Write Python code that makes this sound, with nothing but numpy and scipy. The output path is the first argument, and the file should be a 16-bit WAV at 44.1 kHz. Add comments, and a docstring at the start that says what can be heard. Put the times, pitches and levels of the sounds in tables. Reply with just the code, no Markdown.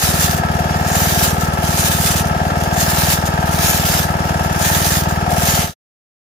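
"""A single cylinder thuds and clatters about 19 times a second, left of a pair of microphones: a riding
mower idling in gear, its firings pulsing through the silencer and its knocks ringing block and panels.
Straight ahead, a steel fuel tank full of metal pellets turns with the raised rear wheel it is strapped to.
The pellets slide down one wall after another in hissing rushes of tiny impacts, and trickle and roll
in between. The sound fades out at the end."""
import sys
import numpy as np
from scipy import signal
from scipy.fft import rfft, irfft
from scipy.io import wavfile
from scipy.ndimage import uniform_filter1d

SR = 44100
rng = np.random.default_rng(int(sys.argv[2]) if len(sys.argv) > 2 else 0)


def transcribe(signal):
    """Save signal, clipped to [-1, 1], as a 16-bit WAV file at the path in sys.argv[1]."""
    frames = np.atleast_2d(signal).T
    limited = np.clip(frames, -1, 1)
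    pcm = np.round(limited * 32767).astype(np.int16)
    wavfile.write(sys.argv[1], SR, pcm)


N = 277389
TIME = np.arange(N) / SR
FFT_SIZE = 9 * 2 ** 15
FREQS = np.arange(FFT_SIZE // 2 + 1) * SR / FFT_SIZE
LEFT_RIGHT = np.array([[.5], [-.5]])  # splits a difference between the two microphones
FIRINGS_PER_TURN = 36  # geared to the engine, the tank turns once in about 1.85 s

# engine speed, wandering about its governed idle: t/s, firing rate/Hz
FIRING_RATE = [(0, 19.428), (1.25, 19.27), (1.65, 19.433), (2.55, 19.233), (3.2, 19.698), (5.05, 19.56),
               (5.45, 19.16)]
# response of the silencer: f/Hz, level/dB
SILENCER_RESPONSE = [(19, -63), (39, -12), (58, -7), (78, 1.5), (97, -0.3), (117, -8), (136, -3.5),
                     (156, 1), (175, -2.5), (195, -4), (214, -8.5), (233, -4.5), (248, -26), (600, -58.5)]
# lead of the left microphone on the engine: f/Hz, phase/rad
LEFT_MIC_LEAD = [(20, 17), (40, 0.45), (180, 0.39), (400, 0.62), (700, 0.69), (950, 1.92), (1500, 4.57),
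                 (3000, 4.8)]

# the heap's slides in every turn: position/turn, level/dB, swell/s, hold/s, decay/s
HEAP_SLIDES = [(0.028, -20.5, 0.019, 0.23, 0.03), (0.098, -23, 0.0052, 0.035, 0.016),
               (0.304, -38.5, 0.036, 0.35, .05), (0.505, -19, 0.023, 0.24, 0.04),
               (.665, -15.5, .018, .035, .014), (.9, -25, .045, 0.11, .02),
               (0.963, -16.5, 0.027, 0.062, 0.048)]
# clumps of pellets dropping on a wall: t/s, level/dB, scatter time/s
CLUMP_DROPS = [(0.204, -13, 0.031), (.305, -17.5, 0.0098), (0.365, -23.5, 0.0088), (.54, -27, .01),
               (.590, -29, 0.012), (.866, -23, 0.033), (0.941, -17.5, 0.0066), (1.08, -21.5, 0.039),
               (1.16, -23, 0.02), (1.234, -15.5, 0.018), (1.398, -19.5, 0.018), (1.53, -28, 0.011),
               (1.63, -25, 0.063), (1.783, -17.5, 0.017), (1.84, -22.5, 0.018), (2.060, -10, 0.0083),
               (2.103, -13, 0.01), (2.159, -16, 0.011), (2.268, -23, 0.0054), (2.597, -26, 0.0069),
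               (2.631, -21, 0.005), (2.729, -23.5, 0.005), (2.798, -31, 0.027), (2.977, -14.5, 0.0063),
               (3.035, -22.5, 0.01), (3.079, -17.5, 0.016), (3.251, -17.5, 0.012), (3.396, -26.5, 0.0079),
               (3.48, -28.5, 0.037), (3.68, -22.5, 0.034), (3.914, -14.5, 0.027), (4.012, -18, 0.015),
               (4.270, -29, 0.0073), (4.43, -27.5, 0.017), (4.615, -23, 0.026), (4.92, -21, 0.038),
               (5.081, -21.5, 0.02), (5.293, -27, 0.015), (5.451, -18, 0.016)]
# ring of the tank at each microphone: f/Hz, left level/dB, right level/dB
TANK_RESPONSE = [(353, -1, -6), (790, -1.5, -14.5), (1050, -13, 1.5), (1640, 0.5, 0), (2400, 1, -0.5),
                 (3240, 1.5, 2), (4270, -1, 0), (5410, 1.5, 3), (7200, -1, 6.5), (7700, 0, -3.5),
                 (9380, 0, -1), (9930, -1, 2), (13200, 0.5, 2), (15570, -3, 0)]
# hollow modes of the tank: f/Hz, width/Hz, level/dB
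TANK_HOLLOW_MODES = [(1603, 24, -0.5), (1684, 44, 2.5), (1734, 13, 3.5), (1823, 19, -1.5)]
# the hollow ring grows as the heap runs over a flat wall: position/turn, level against the hiss/dB
HOLLOW_LEVEL = [(.08, -18), (.27, -5.5), (.55, -11), (.85, -28.5)]
# bright modes of the tank's seam: f/Hz, width/Hz, level/dB
TANK_SEAM_MODES = [(6770, 360, -11), (6830, 140, 16.5)]
# the seam sings when the heap first strikes a wall: position/turn, level against the hiss/dB
SEAM_LEVEL = [(.1, -22.5), (.44, -9.5), (.51, -7), (.59, -23), (.71, -28), (.76, -6), (.83, -28),
              (.98, -7.5)]

# knocks of piston, valves and gears: position/cycle, level/dB
CYCLE_KNOCKS = [(.01, -2), (.105, -0.5), (0.302, -4.5), (.405, 0), (.5, -3), (0.705, -7.5), (0.82, 0.5),
                (.87, 3.5), (0.945, -3)]
# response of the engine block and its covers: f/Hz, level/dB
BLOCK_RESPONSE = [(170, -24), (270, 6.5), (360, 3.5), (460, -1.5), (720, -5), (890, -4.5), (980, -14.5),
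                  (1110, -13), (1330, -1.5), (1450, -16), (1610, -4.5), (2000, -16.5), (4000, -29),
                  (14000, -44)]
# the clatter across the microphones: f/Hz, left minus right level/dB
CLATTER_BALANCE = [(380, 7.5), (540, 10), (740, 7), (900, 0), (1300, 5), (1600, -0.5), (2000, -1.5)]
# modes of the mower's panels: f/Hz, width/Hz, level/dB
PANEL_MODES = [(557, 14, -1), (624.8, 38, -4), (683, 66, -4.5), (739.5, 40, -7.5), (807, 31, -14.5),
               (851, 5, -11.5), (857, 120, -5.5)]
# the panels' ring swells and sinks twice a turn: position/turn, level/dB
PANEL_LEVEL = [(.12, -29), (.35, -26.5), (.55, -24), (.72, -28), (.88, -25.5)]
# mode of one loose panel: f/Hz, width/Hz, level/dB
LOOSE_PANEL_MODE = [(721, 95, -3)]
# the loose panel rattles in swells: t/s, level/dB
RATTLE_LEVEL = [(0, -29.5), (.5, -28.5), (.72, -25.5), (1.15, -26.5), (1.4, -31.5), (2.25, -30),
                (2.48, -26), (2.88, -28.5), (3.22, -36), (3.42, -31), (3.9, -30.5), (4.6, -29), (5.0, -37),
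                (5.33, -23.5), (5.6, -28.5)]
# modes of the tin shroud over the engine: f/Hz, width/Hz, level/dB
TIN_SHROUD_MODES = [(1220, 34, -12.5), (1292, 17, -0.5), (1312, 26, 1), (1399, 20, -0.5)]
# one knock harder than the rest: t/s, level/dB
HARD_KNOCK = [(2.504, -14.5)]

# the crankcase's even drone: f/Hz, level/dB
CRANKCASE_RESPONSE = [(200, -26.5), (250, -4), (272, -0.5), (310, -0.5), (332, 2), (352, -.5), (390, 3),
                      (430, -2.5), (480, -0.5), (515, -5), (560, 2), (600, 1), (660, -9.5), (900, -15.5),
                      (1050, -34.5)]
# ring of the wall under rolling pellets: f/Hz, level/dB
ROLLING_RESPONSE = [(1200, -1), (2300, 6), (2750, 8), (3000, 9.5), (3250, 6), (3400, 11), (3560, -4.5),
                    (3880, 3), (4450, 1.5), (5000, 5), (5430, 9.5), (5900, 2), (6800, 5), (7600, -5),
                    (11000, -1.5), (14000, -9.5), (15500, -14)]
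# the rolling lulls whenever a slide has come to rest: position/turn, level/dB
ROLLING_LEVEL = [(.12, -31.5), (.24, -35), (.35, -32), (.6, -33.5), (.68, -43), (0.734, -35), (.88, -33)]
# closing fade: t/s, level/dB
FADE_OUT = [(5.6, -0.5), (5.66, -4.5), (5.70, -13.5), (5.735, -28), (5.76, -108), (5.8, -140)]


def exhaust(crank):
    """Each firing sends a pulse through the silencer, over a weak rumble of gas."""
    pulses = -each_cycle(crank, share=.09)  # the exhaust opens
    gas = undb(-16.5) * rng.standard_normal(N)
    return undb(-18.5) * unit(through(unit(pulses) + gas, causal(spectrum(SILENCER_RESPONSE))))


def sliding_pellets(crank):
    """Pellets strike the tank and ring its walls, hollow and seam; each microphone gets its own hiss."""
    power = pellet_flow(crank)
    impacts = pellet_impacts(power)
    walls = np.array([causal(spectrum(TANK_RESPONSE, column)) for column in (1, 2)])
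    # the moving heap wakes now one hollow mode, now another
    hollow = sum(through(impacts, resonances([mode])) * undb(4.9 * walk(7))
                 for mode in TANK_HOLLOW_MODES)
    hollow = unit(hollow) * undb(each_turn(crank, HOLLOW_LEVEL))
    seam = unit(through(impacts, resonances(TANK_SEAM_MODES))) * undb(each_turn(crank, SEAM_LEVEL))
    hiss = unit(heap_damping(through(impacts, walls)))
    return (hiss + hollow + seam) * np.sqrt(np.mean(power)) * undb(2.1)


def pellet_flow(crank, clump_swell_s=.003):
    """Power of the moving pellets: each slide comes at its angle of the tank, and clumps drop on top."""
    turn = turns(crank)
    turn_s = FIRINGS_PER_TURN / curve(FIRING_RATE)
    power = undb(-42) ** 2  # a few pellets are always trickling
    for share, db, swell_s, hold_s, decay_s in HEAP_SLIDES:
        age = ((turn - share + .5) % 1 - .5) * turn_s
        envelope = np.exp(np.minimum(age, 0) / swell_s - np.maximum(age - hold_s, 0) / decay_s)
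        power += undb(db) ** 2 * envelope
    power *= undb(1.3 * walk(45)) ** 2
    for start, db, scatter_s in CLUMP_DROPS:
        age = np.maximum(TIME - start, 0)
        power += undb(db) ** 2 * (1 - np.exp(-age / clump_swell_s)) * np.exp(-age / scatter_s)
    return power


def pellet_impacts(power, patches=12):
    """Thousands of tiny impacts on patches of tank wall; a faster flow brings more of them."""
    hits_per_s = 8000 * (power / undb(-18)) ** .58
    # the heap wanders from patch to patch, so the ring keeps changing
    shares = np.array([undb(9 * walk(5)) for _ in range(patches)])
    impacts = 0
    for share in shares / shares.sum(axis=0):
        hits = rng.random(N) < hits_per_s * share / SR
        sizes = rng.standard_normal(N) * undb(.88 * np.minimum(rng.exponential(size=N), 5))
        tail = .66 * ring(t60=.0011) + ring(t60=.085)  # a tick of contact, then the steel rings on
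        impacts += strike(hits * sizes * np.sqrt(power / hits_per_s), tail)
    return impacts


def heap_damping(sound, depth_db=1.5, rate_hz=22, bands=32):
    """The heap damps ever different parts of the wall: each band swells and sinks by itself."""
    centres_hz = np.geomspace(1500, 14000, bands)
    return sum(through(sound, np.interp(FREQS, centres_hz, band)) * undb(depth_db * walk(rate_hz))
               for band in np.eye(bands))


def knocks_and_buzz(crank, buzz_decay_s=.0011):
    """Piston, valves and gears knock in every cycle; each blow sets the covers buzzing briefly."""
    knocks, blow_power = 0, 0
    for share, db in CYCLE_KNOCKS:
        blows = undb(db) * each_cycle(crank, share)
        knocks += strike(blows, ring(t60=.037, channels=1))
        blow_power += blows ** 2
    shake = np.sqrt(signal.lfilter([1], [1, -np.exp(-1 / (buzz_decay_s * SR))], blow_power))
    return unit(knocks), unit(shake * rng.standard_normal(N))


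def clatter(crank, knock_cut_hz=545, noise_cut_hz=850):
    """Knocks, buzz and fan noise ring the block, the panels and the tin shroud."""
    knocks, buzz = knocks_and_buzz(crank)
    # fan noise and reflections off the deck reach each microphone separately
    fan = rng.standard_normal((2, N))
    deck = unit(strike(knocks[0], ring(t60=.058)))
    balance = undb(spectrum(CLATTER_BALANCE) * LEFT_RIGHT)
    knock_highpass = 1 / np.sqrt(1 + (knock_cut_hz / (FREQS + 1)) ** 20)
    noise_highpass = FREQS ** 3 / np.hypot(FREQS ** 3, noise_cut_hz ** 3)

    block_knocks = through(whiten(knocks + undb(2.5) * deck), knock_highpass)
    block_noise = through(undb(2) * buzz + undb(4.5) * fan, noise_highpass)
    block = through(undb(5) * block_knocks + block_noise, causal(spectrum(BLOCK_RESPONSE)) * balance)

    panel_knocks = through(whiten(knocks + undb(-5) * deck), knock_highpass)
    drive = panel_knocks + undb(-9) * buzz + undb(-12) * fan
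    panels = through(drive, resonances(PANEL_MODES) * balance)
    loose_response = resonances(LOOSE_PANEL_MODE) * resonances([(730, 170, 0)])
    rattle = through(drive + undb(-8.5) * buzz, loose_response * balance) * undb(1.5 * walk(18))
    shroud = through(drive + buzz, resonances(TIN_SHROUD_MODES) * balance)
    return (undb(-23.5) * unit(block)
            + undb(each_turn(crank, PANEL_LEVEL)) * unit(panels)
            + undb(curve(RATTLE_LEVEL)) * unit(rattle)
            + undb(-36.5) * unit(shroud))


def hard_knock(decay_s=.01):
    """A single harder knock barks through the block and the loose panel."""
    [(start, db)] = HARD_KNOCK
    age = np.maximum(TIME - start, 0)
    push = (age > 0) * np.exp(-age / decay_s) * rng.standard_normal(N)
    block = causal(spectrum(BLOCK_RESPONSE)) * FREQS / np.hypot(FREQS, 600)
    bark = through(push, block + 2 * resonances(LOOSE_PANEL_MODE))
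    return undb(db) * bark / np.abs(bark).max()


def crankcase_drone(crank):
    """Every firing shakes the crankcase; smeared in time, the blows hum evenly over a rough rumble."""
    smears = np.exp(1j * np.angle(rfft(ring(t60=.3, channels=3), FFT_SIZE)))
    blows = through(each_cycle(crank, share=.1413), smears)  # just after the exhaust opens
    direct, deck_echoes = blows[0], blows[1:]
    hum = whiten(direct + undb(-6) * deck_echoes)
    rumble = undb(-4.5) * rng.standard_normal((2, N))
    return undb(-28.5) * unit(through(hum + rumble, undb(spectrum(CRANKCASE_RESPONSE))))


def rolling_pellets(crank):
    """Pellets roll along the lowest wall all the time: a smooth, duller wash behind the hiss."""
    scrape = rng.standard_normal(N) * undb(walk(30))
    wash = through(strike(scrape, ring(t60=.041)), causal(spectrum(ROLLING_RESPONSE)))
    return undb(each_turn(crank, ROLLING_LEVEL)) * unit(wash)


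def each_cycle(crank, share, spread_db=.6, jitter_s=.00003):
    """One impulse per engine cycle at the given share of it, a little uneven in size and time."""
    time_scatter, size_scatter = rng.standard_normal((128, 2)).T
    when = np.interp(np.arange(len(time_scatter)) + share, crank, TIME, left=-1, right=-1)
    at = ((when + jitter_s * time_scatter) * SR).astype(int)
    inside = (at >= 0) & (at < N)
    return np.bincount(at[inside], undb(spread_db * size_scatter[inside]), N)


def turns(crank):
    """How many turns the tank has made."""
    return (crank - crank[0]) / FIRINGS_PER_TURN


def each_turn(crank, rows):
    """Rows (position/turn, value) joined by straight lines, the same in every turn."""
    return np.interp(turns(crank), *np.transpose(rows), period=1)


def ring(t60, channels=2, size=4096):
    """Dense modes of sheet metal: a tail of unit energy that falls 60 dB in t60 seconds."""
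    tail = rng.standard_normal((channels, size)) * np.exp(-np.log(1000) * TIME[:size] / t60)
    return tail / np.sqrt(np.sum(tail ** 2, axis=1, keepdims=True))


def strike(blows, tail):
    """Every blow sets off the tail."""
    return signal.oaconvolve(blows[None], tail, axes=1)[:, :N]


def resonances(modes):
    """Response of modes (f/Hz, width/Hz, level/dB); neighbours swing in opposite directions."""
    return sum((-1) ** k * undb(db) * 1j * FREQS * width / (hz ** 2 - FREQS ** 2 + 1j * FREQS * width)
               for k, (hz, width, db) in enumerate(modes))


def causal(db):
    """The response of a body with this gain: it rings after a blow, never before."""
    cepstrum = irfft(np.log(undb(db)))
    cepstrum[1:FFT_SIZE // 2] *= 2
    cepstrum[FFT_SIZE // 2 + 1:] = 0
    return np.exp(rfft(cepstrum))


def whiten(x, bins=135):
    """Even out the engine's overtones, so that the ringing bodies set their colour."""
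    whole = rfft(x, FFT_SIZE)
    power = uniform_filter1d(np.abs(whole) ** 2, bins, axis=-1)
    return unit(irfft(whole / np.sqrt(power + power.mean() / 100))[..., :N])


def through(x, response):
    """Pass a sound through a frequency response."""
    return irfft(rfft(x, FFT_SIZE) * response)[..., :N]


def spectrum(rows, column=1):
    """One column of rows (f/Hz, ...) joined on a log-frequency axis."""
    rows = np.array(rows)
    return np.interp(np.log(FREQS + 1), np.log(rows[:, 0]), rows[:, column])


def curve(rows):
    """Rows (t/s, value) joined by straight lines."""
    return np.interp(TIME, *np.transpose(rows))


def walk(rate_hz):
    """Slow random drift with a spread near 1."""
    hold = int(SR / rate_hz)
    steps = np.repeat(rng.standard_normal(N // hold + 1), hold)
    return 1.3 * uniform_filter1d(steps, hold)[:N]


def undb(db):
    """Decibels to gain."""
    return 10 ** (np.asarray(db) / 20)


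def unit(x):
    """Scale to rms 1."""
    return x / np.sqrt(np.mean(x ** 2))


def scene():
    """The engine stands to the left of the microphones; the tank turns straight ahead."""
    crank = np.cumsum(curve(FIRING_RATE)) / SR + .412  # running count of engine cycles
    engine = exhaust(crank) + crankcase_drone(crank) + clatter(crank) + hard_knock()
    mic_phase = np.exp(1j * spectrum(LEFT_MIC_LEAD) * LEFT_RIGHT)
    return through(engine, mic_phase) + sliding_pellets(crank) + rolling_pellets(crank)


def record(dry):
    """The rare highest peaks are rounded off, the sound fades out, and the top is cut."""
    ceiling, top_hz = .8, 15450
    rounded = dry / (1 + (dry / ceiling) ** 8) ** (1 / 8)
    lowpass = signal.ellip(10, .2, 80, top_hz, fs=SR, output="sos")
    return signal.sosfilt(lowpass, rounded * undb(curve(FADE_OUT)))


dry = scene()
out = record(dry)
transcribe(out)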